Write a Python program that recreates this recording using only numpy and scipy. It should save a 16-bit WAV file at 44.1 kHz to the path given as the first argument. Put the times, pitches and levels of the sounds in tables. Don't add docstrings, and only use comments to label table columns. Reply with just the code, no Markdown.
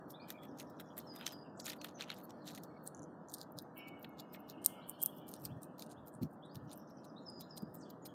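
import sys
import numpy as np
from scipy import signal
from scipy.fft import rfft, irfft
from scipy.io import wavfile
from scipy.ndimage import uniform_filter1d

SR = 44100
rng = np.random.default_rng(int(sys.argv[2]) if len(sys.argv) > 2 else 0)


def wav_out(sig):
    wavfile.write(sys.argv[1], SR, np.round(np.clip(np.atleast_2d(sig).T, -1, 1) * 32767).astype(np.int16))


N = 358971
TIME = np.arange(N) / SR


def amp(db):
    return 10 ** (np.asarray(db) / 20)


def unit(x):
    return x / np.sqrt(np.mean(x ** 2) + 1e-20)


def curves(rows):
    s, *columns = np.transpose(rows)
    return [np.interp(TIME, s, c) for c in columns]


def add(mix, s, sound):
    part = mix[max(round(s * SR), 0):][:len(sound)]
    part += sound[:len(part)]


def coloured(x, points):
    hz, db = np.transpose(points)
    log_hz = np.log(np.fft.rfftfreq(len(x), 1 / SR) + 1)
    return irfft(rfft(x) * amp(np.interp(log_hz, np.log(hz), db)), len(x))


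def band(x, lo_hz, hi_hz, order=3):
    edges = np.clip([lo_hz, max(hi_hz, lo_hz * 1.05)], 10, SR * .49)
    return signal.sosfilt(signal.butter(order, edges, "bandpass", fs=SR, output="sos"), x)


def wander(size, hz):
    at = np.arange(size) * hz / SR
    knots = rng.standard_normal(size + 2)
    return unit(np.interp(at, np.arange(size + 2), knots))


def blur(size, hz):
    return wander(size, hz) + 1j * wander(size, hz)


def patchy(x, depth_db, from_hz, size=5):
    hz, _, z = signal.stft(x, SR, nperseg=2048, noverlap=1536)
    patches = rng.standard_normal(z.shape)
    for _ in range(2):
        across_pitch = uniform_filter1d(patches, size=size, axis=0)
        patches = uniform_filter1d(across_pitch, size=6, axis=1)
    depth = depth_db * np.clip(hz / from_hz - 1, 0, 1)[:, None]
    return signal.istft(z * amp(depth * unit(patches)), SR, nperseg=2048, noverlap=1536)[1][:N]


def echoes(x, t60, delay):
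    t = np.arange(SR) / SR
    tail = rng.standard_normal(SR) * amp(-60 * t / t60) * (t > delay)
    return signal.fftconvolve(x, tail / np.linalg.norm(tail))[:N]


def reflections(x, first_s, last_s, count):
    delays = np.geomspace(first_s, last_s, count) * rng.uniform(.85, 1.15, count)
    gains = rng.choice([-1, 1], count) * delays ** -.35
    out = np.zeros(N)
    for delay, gain in zip(delays, gains / np.linalg.norm(gains)):
        add(out, delay, gain * x)
    return out


CONTACT_WIDTH_HZ, CONTACT_DB = 500, 3


def ring(drives, body, levels_db, size):
    out = 0
    for drive, (lo_hz, hi_hz), db in zip(drives, body, levels_db):
        contact_hz = np.clip(rng.uniform(lo_hz, hi_hz, len(drive)), 500, SR * .45)
        contact = [signal.lfilter(*signal.iirpeak(hz, hz / CONTACT_WIDTH_HZ, fs=SR), d)
                   for hz, d in zip(contact_hz, drive)]
        mode = band(drive + amp(CONTACT_DB) * np.array(contact), lo_hz, hi_hz, order=4)
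        to_level = np.sqrt(size / (mode ** 2).sum(-1, keepdims=True))
        out = out + mode * amp(db)[:, None] * to_level
    return out


def clicks(rows, body, sharp, after, after_s):
    s, decay, *levels_db = np.transpose(rows)
    t, out = np.arange(1024) / SR, np.zeros(N)
    burst = np.exp(-t / np.maximum(sharp * decay[:, None], 1e-4))
    envelope = burst + after * np.exp(-t / after_s)
    drives = rng.standard_normal((len(s), len(body), len(t))).swapaxes(0, 1) * envelope
    for start, sound in zip(s, ring(drives, body, levels_db, .004 * SR)):
        add(out, start, sound)
    return out


SLIP_REACH = .6
STROKE_RISE = 2.11


def scrapes(rows, body, slips_per_s, spread_db, smooth):
    s, length, *levels_db = np.transpose(rows)
    t, out = (np.arange(8192) - 4096) / SR, np.zeros(N)
    shape = (len(body), len(s), len(t))
    struck = (rng.random(shape[1:]) < slips_per_s / SR) & (rng.random(shape) < SLIP_REACH)
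    slips = struck * amp(spread_db * np.minimum(rng.exponential(1, shape), 2.5))
    grit = smooth + signal.lfilter([1], [1, -np.exp(-1 / (.0005 * SR))], slips)
    u = t / np.maximum(0.3 * length[:, None], 1e-3)
    stroke = np.where(t < 0, np.exp(-(u / STROKE_RISE) ** 2), 1 / np.cosh(u))
    drives = rng.standard_normal(shape) * grit * stroke * signal.windows.tukey(len(t))
    for start, sound in zip(s + t[0], ring(drives, body, levels_db, length[:, None] * SR)):
        add(out, start, sound)
    return out


def voicing(colour, bright_db, boost_db):
    base_db, tilt, boosted = np.transpose(colour)
    return base_db + bright_db[:, None] * tilt + boost_db[:, None] * boosted


def splinters(blows, length, weaker_db, scatter_db, spread, count):
    rows = np.repeat(blows, count, axis=0)
    chance = rng.standard_normal(rows.shape)
    rows[:, 0] += spread * np.repeat(length, count) * abs(chance[:, 0])
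    rows[:, 2:] += weaker_db + scatter_db * chance[:, 2:]
    return rows


# frequency in Hz, relative density in dB.
TRAFFIC_COLOUR = [(20, -41.5), (40, -36), (60, -23), (90, -11), (125, -6), (160, 0.5), (200, 1), (295, 1),
                  (375, -4.5), (440, -7), (500, -5.5), (545, -7.5), (610, -5), (690, -8), (980, -12),
                  (1060, -14.5), (1270, -14.5), (1480, -20), (1750, -24), (1900, -32), (2100, -49),
                  (2500, -70), (4000, -75)]
# time in seconds, level of the rumble in dB, level of the tyre roar in dB.
TRAFFIC_LEVEL = [(0, -56, -60), (2.6, -56.5, -59.5), (3.3, -57.5, -60.5), (4.6, -56, -60.5),
                 (6.4, -58, -61.5), (8.14, -56, -61.5)]


def traffic():
    rumble_db, roar_db = curves(TRAFFIC_LEVEL)
    noise = coloured(rng.standard_normal(N), TRAFFIC_COLOUR)
    rumble = signal.sosfiltfilt(signal.butter(4, 500, fs=SR, output="sos"), noise)
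    roar = patchy(noise - rumble, depth_db=6, from_hz=1120, size=2)
    low = unit(rumble) * amp(rumble_db + 1.2 * wander(N, 16))
    return low + unit(roar) * amp(roar_db)


# frequency in Hz, relative density in dB.
HAZE_COLOUR = [(1500, -5), (2400, -5), (3200, -1), (4500, -4), (7000, -8), (12000, -12), (16000, -16)]
# time in seconds, level in dB.
HAZE_LEVEL = [(0, -88), (.8, -85), (1.3, -76), (1.5, -91), (2.2, -83.5), (3.1, -91), (5.2, -87),
              (5.9, -89.5), (6.3, -91), (7.3, -88), (8.14, -90.5)]


def haze():
    hiss = patchy(coloured(rng.standard_normal(N), HAZE_COLOUR), depth_db=6.5, from_hz=1000)
    return unit(hiss) * amp(curves(HAZE_LEVEL)[0])


# frequency in Hz, level in dB.
HUM_TONES = [(157, -68), (297, -66.5), (495, -72), (615, -74.5), (985, -73.5)]
HUM_WAVER = .012


def hum():
    out = np.zeros(N)
    for hz, db in HUM_TONES:
        turns = np.cumsum(hz * (1 + HUM_WAVER * wander(N, 25))) / SR
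        out += amp(db + 3 * wander(N, 6)) * np.sin(2 * np.pi * turns)
    return out


# time in seconds, fundamental in Hz.
SAW_PITCH = [(3.75, 451.5), (3.85, 449.5), (4.0, 443.5), (4.2, 431), (4.55, 434.5), (4.7, 426.5),
             (4.9, 430)]
# time in seconds, level in dB.
SAW_LEVEL = [(3.74, -100), (3.77, -55), (3.87, -55.5), (3.92, -62), (4.3, -65), (4.62, -64), (4.8, -64.5),
             (4.92, -85), (5.1, -100)]
# multiple of the fundamental, level in dB.
SAW_PARTIALS = [(2.95, -4), (4, -12), (5, 0), (5.92, -8), (6.59, -9)]
# time in seconds, level in dB, centre in Hz.
SAW_RASP = [(3.745, -100, 2964), (3.765, -48.5, 2843), (3.875, -53.5, 2673), (3.905, -73, 2740),
            (4.25, -79.5, 2750), (4.55, -65.5, 2863), (4.75, -58, 2990), (5.05, -60, 3180),
            (5.3, -63, 3070), (5.4, -80, 3040), (5.7, -104, 2970)]
# ratio to the rasp's centre, level in dB.
SAW_STRANDS = [(.77, -13), (.9, -6), (.955, -2), (1.0, -2), (1.065, -3), (1.15, -10), (1.42, -19),
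               (1.6, -21)]
STRAND_WIDTH_HZ, STRAND_WAVER, STRAND_FLUTTER_DB = 130, .014, 4.5
RASP_WIDTH_HZ, RASP_BROAD_DB = 650, 3


def saw():
    (hz,), (whine_db,), (rasp_db, rasp_hz) = curves(SAW_PITCH), curves(SAW_LEVEL), curves(SAW_RASP)
    turns = np.cumsum(hz * (1 + 0.003 * wander(N, 40) + 0.008 * wander(N, 400))) / SR
    whine = sum(amp(level + 4.4 * wander(N, 30)) * np.sin(2 * np.pi * k * turns)
                for k, level in SAW_PARTIALS)
    broad = (blur(N, RASP_WIDTH_HZ) * np.exp(2j * np.pi * np.cumsum(rasp_hz) / SR)).real
    rasp = amp(RASP_BROAD_DB) * band(broad, 2400, 3550)
    for ratio, level in SAW_STRANDS:
        strand_hz = ratio * rasp_hz * (1 + STRAND_WAVER * wander(N, 14))
        strand = np.exp(2j * np.pi * np.cumsum(strand_hz) / SR) * blur(N, STRAND_WIDTH_HZ)
        rasp = rasp + amp(level + STRAND_FLUTTER_DB * wander(N, 18)) * strand.real
    whine = amp(whine_db) * whine
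    rasp = amp(rasp_db) * unit(rasp * amp(2.5 * wander(N, 120)))
    direct = amp(-1.5) * whine + amp(-2.0) * rasp
    return direct + echoes(direct, t60=0.091, delay=0.001) + amp(-14) * echoes(rasp, t60=0.44, delay=0.021)


# start in seconds, length in seconds, pitch in Hz, width of the blur in Hz, level in dB.
FAINT_NOTES = [(0.14, 0.27, 2390, 193, -70.5), (0.326, 0.17, 2300, 262, -78), (0.166, 0.21, 3220, 505, -81),
               (0.362, 0.15, 3360, 300, -72), (0.899, 0.034, 3250, 506, -74), (0.968, .16, 4180, 254, -82),
               (1.162, 0.021, 3650, 300, -66), (1.19, 0.19, 3130, 403, -68), (1.204, 0.05, 3900, 350, -72),
               (2.134, 0.29, 4400, 353, -86), (2.359, 0.29, 4300, 526, -78), (2.598, 0.44, 4330, 154, -87),
               (2.695, 0.1, 2220, 194, -79), (3.965, 0.039, 2900, 120, -74), (4.737, 0.097, 1353, 203, -67),
               (4.931, 0.12, 5270, 300, -91), (4.978, 0.15, 3270, 233, -68),
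               (5.412, 0.13, 2600, 604, -80.5), (5.546, 0.53, 2810, 442, -90),
               (6.548, 0.33, 2980, 711, -87.5), (7.19, 0.39, 6970, 690, -85.5), (7.249, .4, 2900, 603, -99),
               (7.659, 0.14, 5200, 206, -86), (7.846, 0.11, 3130, 600, -83),
               (8.077, 0.061, 3210, 400, -74.5)]
FLUTTER_HZ, FLUTTER_DB = 45, 4.5


def faint_notes():
    out = np.zeros(N)
    for s, length, hz, width, db in FAINT_NOTES:
        size = max(int(length * SR), 64)
        fluttering = blur(size, width) * amp(FLUTTER_DB * wander(size, FLUTTER_HZ))
        note = (fluttering * np.exp(2j * np.pi * hz * np.arange(size) / SR)).real
        add(out, s, amp(db) * unit(note * signal.windows.tukey(size, .5)))
    return out


# length in seconds,
# start and end pitch as ratios of the middle, buzz in Hz (twice the rms of its random shake in pitch).
RISE = (.045, .86, 1.1, 120)
SLUR = (.08, 1.12, .975, 90)
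TAIL = (.11, 1, 1, 110)
BUZZ = (.065, 1.06, .93, 520)
SWEEP = (0.093, 1, 0.63, 1600)
DROP = (.03, 1.2, .8, 200)
CHIP = (.055, 1.05, .96, 260)
# start in seconds, middle pitch in Hz, level in dB.
RISES = [(.128, 3620, -60.5), (.196, 4580, -63.5), (.97, 3530, -73), (4.816, 4190, -72.5),
         (5.35, 5610, -73), (5.492, 3210, -71), (5.958, 3490, -72), (6.04, 3350, -82), (6.421, 3570, -64),
         (6.49, 4660, -69), (7.158, 3925, -61.5), (7.405, 3820, -65.5)]
SWEEPS = [(1.555, 6850, -66), (7.745, 7230, -71)]
DROPS = [(7.812, 5170, -65)]
CHIPS = [(1.43, 2790, -74), (1.615, 5200, -66), (1.781, 4390, -62), (1.94, 6100, -63.5), (2.385, 5000, -87),
         (3.77, 5280, -75), (4.285, 5080, -80.5), (4.916, 4350, -76.5), (7.839, 3340, -74.5),
         (8.015, 6800, -71.5)]
# start in seconds, middle pitch of the whistle in Hz, its level in dB.
WHISTLES = [(1.055, 5060, -58.5), (1.29, 4995, -58.5), (7.246, 5074, -54.5), (7.487, 4996, -59)]
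TAIL_AFTER_S, TAIL_RATIO, TAIL_DB = .055, .975, -7
# start in seconds, level in dB.
TRILLS = [(0.467, -76), (6.671, -73)]
TRILL_HZ, TRILL_STEP_S = 5400, .095


def trill(s, db, count):
    return [(s + k * TRILL_STEP_S, TRILL_HZ, db) for k in range(count)]


def syllables():
    tails = [(s + TAIL_AFTER_S, hz * TAIL_RATIO, db + TAIL_DB) for s, hz, db in WHISTLES]
    buzzes = [note for s, db in TRILLS for note in trill(s, db, count=5)]
    kinds = [(RISES, RISE), (WHISTLES, SLUR), (tails, TAIL), (buzzes, BUZZ),
             (SWEEPS, SWEEP), (DROPS, DROP), (CHIPS, CHIP)]
    return [(*note, *shape) for notes, shape in kinds for note in notes]


PULSE_HZ, PULSE_DB, FULL_BUZZ_HZ = 62, 8, 520


def songbird():
    out = np.zeros(N)
    for s, middle_hz, db, length, start, end, buzz_hz in syllables():
        u = np.linspace(0, 1, max(int(length * SR), 64))
        size = len(u)
        glide = middle_hz * np.polyval(np.polyfit([0, .5, 1], [start, 1, end], 2), u ** 0.91)
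        pulse_turns = np.cumsum(PULSE_HZ * (1 + .2 * wander(size, 60))) / SR
        pulse = np.sin(2 * np.pi * pulse_turns) * min(buzz_hz / FULL_BUZZ_HZ, 1)
        hz = glide + .5 * buzz_hz * (wander(size, 700) + pulse)
        swell = signal.windows.tukey(size, .6) * amp(4 * wander(size, 170) + PULSE_DB * pulse)
        add(out, s, amp(db) * unit(swell * np.sin(2 * np.pi * np.cumsum(hz) / SR)))
    return out


# centre in seconds, length in seconds, level in dB.
PUFFS = [(3.57, 0.02, -53), (5.45, 0.072, -57), (5.512, 0.042, -50), (5.574, 0.017, -49), (6.0, 0.088, -63),
         (6.171, 0.045, -58), (6.229, 0.017, -37), (6.252, 0.025, -44), (6.575, 0.045, -52.5),
         (6.649, 0.044, -54), (7.63, 0.0098, -40.5), (7.7, 0.048, -59)]
# frequency in Hz, level in dB.
PUFF_COLOUR = [(20, -66), (50, -22), (90, -5.5), (160, 4.5), (240, -6), (350, -18), (700, -56)]
PUFF_SPAN_S, PUFF_DEEPENING = .029, .21


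def wind():
    t, out = (np.arange(16384) - 8192) / SR, np.zeros(N)
    for s, length, db in PUFFS:
        colour = [(hz * (PUFF_SPAN_S / length) ** PUFF_DEEPENING, level) for hz, level in PUFF_COLOUR]
        puff = coloured(rng.standard_normal(len(t)) * np.exp(-2 * (t / length) ** 2), colour)
        add(out, s + t[0], amp(db) * puff * np.sqrt(length * SR / np.sum(puff ** 2)))
    return out


# lower edge in Hz, upper edge in Hz.
SILL = [(1150, 2180), (2300, 4240), (3400, 7050), (6900, 10500), (11000, 15050)]
# level in dB, share of the brightness, share of the weight.
SILL_COLOUR = [(-4.5, -0.12, 0.98), (-2, -0.65, 1), (-4, -0.37, 0), (-7, 0.29, 0.11), (-4, 0.92, 0.19)]
# knock in seconds, stroke length in seconds, knock level in dB, brushing level in dB,
# brightness in dB, weight in dB in the low resonances.
TOUCHES = [(0.106, 0.022, -51, -61, 10, -29), (0.286, .01, -60, -67, 9, -13),
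           (0.303, 0.033, -41.5, -63.5, 3.5, -0.5), (0.437, 0.028, -74, -71, 5.5, 5),
           (0.599, 0.037, -46, -57, -3, -7), (0.7, 0.021, -69, -77, 10, -20),
           (0.803, 0.018, -58, -64, 6, 9), (0.979, 0.016, -48, -59, 13, 2),
           (1.001, 0.021, -69, -65.5, -11, -21), (1.161, 0.046, -50.5, -69, 5, -0.5),
           (1.211, 0.037, -64, -79.5, 4.5, 22.5), (1.265, 0.0054, -32, -49, -8, -7.5),
           (1.2763, 0.054, -39, -60, -4, -3.5), (1.33, 0.015, -65, -69.5, 12, 8.5),
           (1.601, 0.014, -46.5, -52, -6.5, -19), (1.6572, 0.011, -55, -69, -11, -6),
           (1.6607, 0.023, -47, -47, -2, -10), (1.678, 0.012, -60, -65, 4, 16),
           (1.68, 0.026, -51.5, -76, 5, 8.5), (1.688, 0.011, -53, -51, 3, -2),
           (1.698, 0.016, -38, -54, -7, -21), (1.7, 0.011, -77, -50, -3, -2),
           (1.718, 0.027, -52, -60, -4, 0), (1.732, 0.012, -59, -78, -3, 11),
           (1.7334, .008, -55, -76, 2, 4), (1.767, 0.017, -73, -78, 8, 8),
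           (1.814, 0.015, -51, -75, -14, -5), (1.818, .008, -57, -78, 2, -6),
           (1.8445, 0.034, -47, -69, 4.5, 6), (1.846, 0.017, -50.5, -66, 1.5, 8),
           (1.866, .01, -63, -74, -6, 3), (1.885, 0.044, -59, -69.5, -5.5, -3),
           (2.0006, 0.028, -53, -67.5, -8, -2), (2.0086, 0.034, -49.5, -66, -8.5, 8.5),
           (2.016, 0.034, -64, -58, -9.5, 0), (2.029, 0.012, -61.5, -89, -15.5, 0),
           (2.1015, 0.04, -48.5, -70, -8.5, 9), (2.116, 0.017, -55.5, -80, -4, 11.5),
           (2.143, 0.019, -59.5, -67, 2, -6), (2.166, 0.028, -69, -67, -7, -20),
           (2.19, 0.039, -77, -72.5, 7, 5.5), (2.241, 0.018, -73, -78, 26, -14),
           (2.302, 0.017, -70, -63.5, -6, -8.5), (2.471, 0.029, -60, -62, -1, -10),
           (2.482, 0.042, -52, -55.5, -5, -7), (2.549, 0.042, -47.5, -62, 0, -7),
           (2.578, 0.0086, -67, -60.5, 1, 5), (2.635, 0.025, -48.5, -69, 7, -21),
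           (4.046, 0.0091, -70, -78.5, -4, 20), (4.35, 0.016, -76, -70, -1, 11.5)]
KNOCK_DECAY_S, HEAVY_DECAY_S = .0035, .0014
BRUSH_LAG = 0.18


def touches():
    s, length, knock_db, brush_db, bright_db, weight_db = np.transpose(TOUCHES)
    colour = voicing(SILL_COLOUR, bright_db, weight_db)
    decay = np.interp(weight_db, [0, 8], [KNOCK_DECAY_S, HEAVY_DECAY_S])
    knocks = np.column_stack([s, decay, knock_db[:, None] + colour])
    rattle = splinters(knocks, length, weaker_db=-18, scatter_db=4, spread=.5, count=2)
    brushes = np.column_stack([s + BRUSH_LAG * length, length, brush_db[:, None] + colour])
    knocking = clicks(np.vstack([knocks, rattle]), SILL, sharp=.7, after=.12, after_s=.003)
    brushing = scrapes(brushes, SILL, slips_per_s=330, spread_db=4.5, smooth=.22)
    return amp(-4.5) * knocking + brushing


# start in seconds, level in dB.
TICKS = [(2.9475, -56), (2.968, -66), (2.9767, -68), (2.985, -72), (2.993, -62), (3.02, -64), (3.025, -72),
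         (3.0306, -62), (3.039, -65), (3.2854, -61), (3.296, -59)]
# lower edge in Hz, upper edge in Hz.
METAL = [(5800, 7400), (8700, 11200)]
TICK_DECAY_S, TICK_UPPER_DB = 0.00066, -11


def claws():
    rows = [(s, TICK_DECAY_S, db, db + TICK_UPPER_DB) for s, db in TICKS]
    return amp(1.5) * clicks(rows, METAL, sharp=0.61, after=0.079, after_s=0.012)


# frequency in Hz, width in Hz, gain in dB.
SHELL = [(4100, 300, -6), (8970, 360, 5.5), (11900, 400, 3.5), (13500, 600, 4.5), (14180, 600, -2)]


def shell(x):
    peaks = sum(amp(db) * signal.lfilter(*signal.iirpeak(hz, hz / width, fs=SR), x) for hz, width, db in SHELL)
    return amp(-4.5) * (x + peaks)


# lower edge in Hz, upper edge in Hz.
NUT = [(2050, 5400), (3450, 5100), (4800, 7340), (7400, 10900), (11000, 15400)]
# level in dB, share of the brightness, share of the ring.
NUT_COLOUR = [(-7, -1.1, 0), (-3.5, -1.7, 0), (-1.5, -0.65, 0.18), (-2, 0.27, 0.99), (-1.5, 1, 0)]
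# time in seconds, level in dB.
NUT_BODY = [(3.6, -22), (4.1, 0), (4.66, -6), (5.34, -6), (5.45, 0), (8.1, 0)]
# snap in seconds, stroke length in seconds, snap level in dB, scraping level in dB,
# brightness in dB, ring of the shell near 9 kHz in dB.
BITES = [(2.839, 0.012, -82, -82, 15, 0), (2.874, 0.023, -52, -63, 0.5, 4),
         (2.875, 0.0052, -62, -83, 5, 23), (3.301, 0.039, -64, -84, -2, 2), (3.303, .008, -67, -80, 0, -2),
         (3.3145, .008, -66, -80, 1, 1), (3.3207, .012, -59, -72, 0, 3), (3.339, .008, -45, -64, -0.5, 4.5),
         (3.3418, 0.016, -47, -64, 3, 3), (3.346, 0.018, -51, -61, -2, 2), (3.367, 0.011, -74, -72, -4, 5),
         (3.3836, 0.012, -57, -66, -3, 1), (3.403, .01, -70, -82, 2, 3),
         (3.414, 0.021, -50, -67, -5.5, -2.5), (3.429, 0.014, -60, -69, -3, -5),
         (3.521, .01, -73, -94, 16.5, -20), (3.587, 0.021, -44.5, -64.5, -3.5, -2),
         (3.621, .012, -69, -71, 8, -10), (3.779, 0.029, -72.5, -87.5, 25.5, 0),
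         (3.8825, 0.021, -62, -67, 1, -5), (3.994, .015, -82, -86, 13, -20),
         (4.032, 0.027, -69, -68, 5, -16), (4.0929, .015, -76, -93, 12, -25),
         (4.1985, 0.024, -56.5, -63, -6.5, -11), (4.205, 0.0087, -65, -60, 2, -5),
         (4.341, 0.022, -65, -63, 4, -10), (4.4035, 0.016, -74, -86, 14, -12),
         (4.4989, 0.023, -47, -62, -1.5, -12), (4.626, 0.013, -76, -78, 1, 7),
         (4.6433, 0.0066, -56, -69, 0, 7), (4.648, 0.006, -46.5, -68, 6, 9), (4.652, .006, -53, -72, 1, 5),
         (4.6613, 0.0085, -25, -67, 3, 5.5), (4.889, 0.018, -66, -82, 10.5, 1),
         (4.8959, 0.029, -56.5, -78, 16.5, 14), (4.913, .012, -69, -88, 8.5, 7),
         (5.002, 0.018, -77, -73, 0, 9), (5.013, 0.011, -67, -80, -2, 11), (5.018, 0.012, -51, -70, 9, 6),
         (5.0235, .008, -55, -76, 11, 8), (5.0267, 0.014, -51, -73, 3, 9),
         (5.0286, 0.0087, -44.5, -76, 13, 9.5), (5.0355, 0.011, -39.5, -69, 13, -2),
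         (5.0601, 0.023, -34.5, -62, 8, 5), (5.176, 0.054, -74, -74, 6.5, -6),
         (5.289, 0.024, -68, -63, 3.5, 2), (5.315, 0.028, -62, -67.5, 3, -2),
         (5.3386, 0.014, -49.5, -69, -1.5, 5), (5.361, 0.04, -80, -71, -1.5, 4),
         (5.415, 0.035, -74, -71.5, 4, -1), (5.452, 0.018, -46.5, -63, 5.5, 4.5),
         (5.456, 0.023, -45, -61, -2, -5), (5.635, 0.023, -72, -66, 3.5, 7),
         (5.783, .008, -63, -73, -1, -6.5), (5.795, 0.01, -52, -61, -3.5, -14),
         (5.803, 0.0074, -59, -76, 1, -3), (5.821, 0.043, -55, -68.5, -3, 1),
         (5.823, 0.022, -49.5, -69, -3.5, -2), (5.864, 0.014, -68, -85, -3, 9),
         (5.913, 0.024, -64, -70.5, -4, 8.5), (6.08, 0.021, -67, -67, 5, -1.5),
         (6.14, 0.024, -86, -100, 4, 28), (6.151, 0.035, -78.5, -100, -1, 24),
         (6.2315, 0.022, -54.5, -63, -1.5, -6.5), (6.331, 0.038, -88, -88, 7, 6),
         (6.461, 0.023, -93, -101, 2, 22.5), (6.556, 0.02, -52.5, -65, -1, -3.5),
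         (6.7144, 0.034, -58, -71.5, -5, -2), (6.7285, 0.015, -66, -65.5, -0.5, 9.5),
         (6.7755, 0.052, -64.5, -82, 11, -5), (6.905, 0.018, -76, -78.5, -1, -12),
         (7.05, 0.02, -75, -72, -3, 4), (7.3, 0.02, -81.5, -99, 0, 26), (7.41, 0.018, -54, -58.5, 0, -4.5),
         (7.575, 0.014, -64, -56.5, -3, -4), (7.58, 0.017, -56.5, -77, 0, 9.5),
         (7.622, 0.013, -64, -78, 6, -10), (7.753, 0.02, -60.5, -67, 7.5, -4),
         (7.903, 0.013, -69, -61, 0, -14), (8.061, 0.015, -54, -58, -0.5, -0.5)]
SNAP_DECAY_S, CRACK_DECAY_S = 0.0017, 0.00037


def teeth():
    s, length, snap_db, scrape_db, bright_db, ring_db = np.transpose(BITES)
    colour = voicing(NUT_COLOUR, bright_db, ring_db)
    colour[:, 0] += np.interp(s, *np.transpose(NUT_BODY))
    decay = np.interp(snap_db, [-60, -30], [SNAP_DECAY_S, CRACK_DECAY_S])
    snaps = np.column_stack([s, decay, snap_db[:, None] + colour])
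    weaker_snaps = splinters(snaps, length, weaker_db=-19, scatter_db=3, spread=.35, count=1)
    gnaws = np.column_stack([s + 0.0012, length, scrape_db[:, None] + colour])
    snapping = clicks(np.vstack([snaps, weaker_snaps]), NUT, sharp=.45, after=.05, after_s=.003)
    gnawing = scrapes(gnaws, NUT, slips_per_s=380, spread_db=4.5, smooth=.2)
    return amp(-2.65) * snapping + amp(0.8) * gnawing


def scene():
    near = touches() + claws() + shell(teeth())
    bird = songbird()
    song = amp(-5) * bird + amp(-8) * reflections(bird, first_s=.003, last_s=.075, count=9)
    song += amp(-13) * echoes(bird, t60=.42, delay=.008)
    outside = song + haze() + amp(-10.0) * saw() + traffic() + hum()
    recess = amp(-21.5) * echoes(near, t60=0.045, delay=0.001)
    room = recess + amp(-25) * echoes(near, t60=0.24, delay=0.006)
    return (near + room + outside + faint_notes() + amp(2.0) * wind())[None]


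EDGE_HZ = 16700


def record(dry):
    return signal.oaconvolve(dry, signal.firwin(401, EDGE_HZ, window=("kaiser", 9), fs=SR)[None], "same")


dry = scene()
out = record(dry)
wav_out(out)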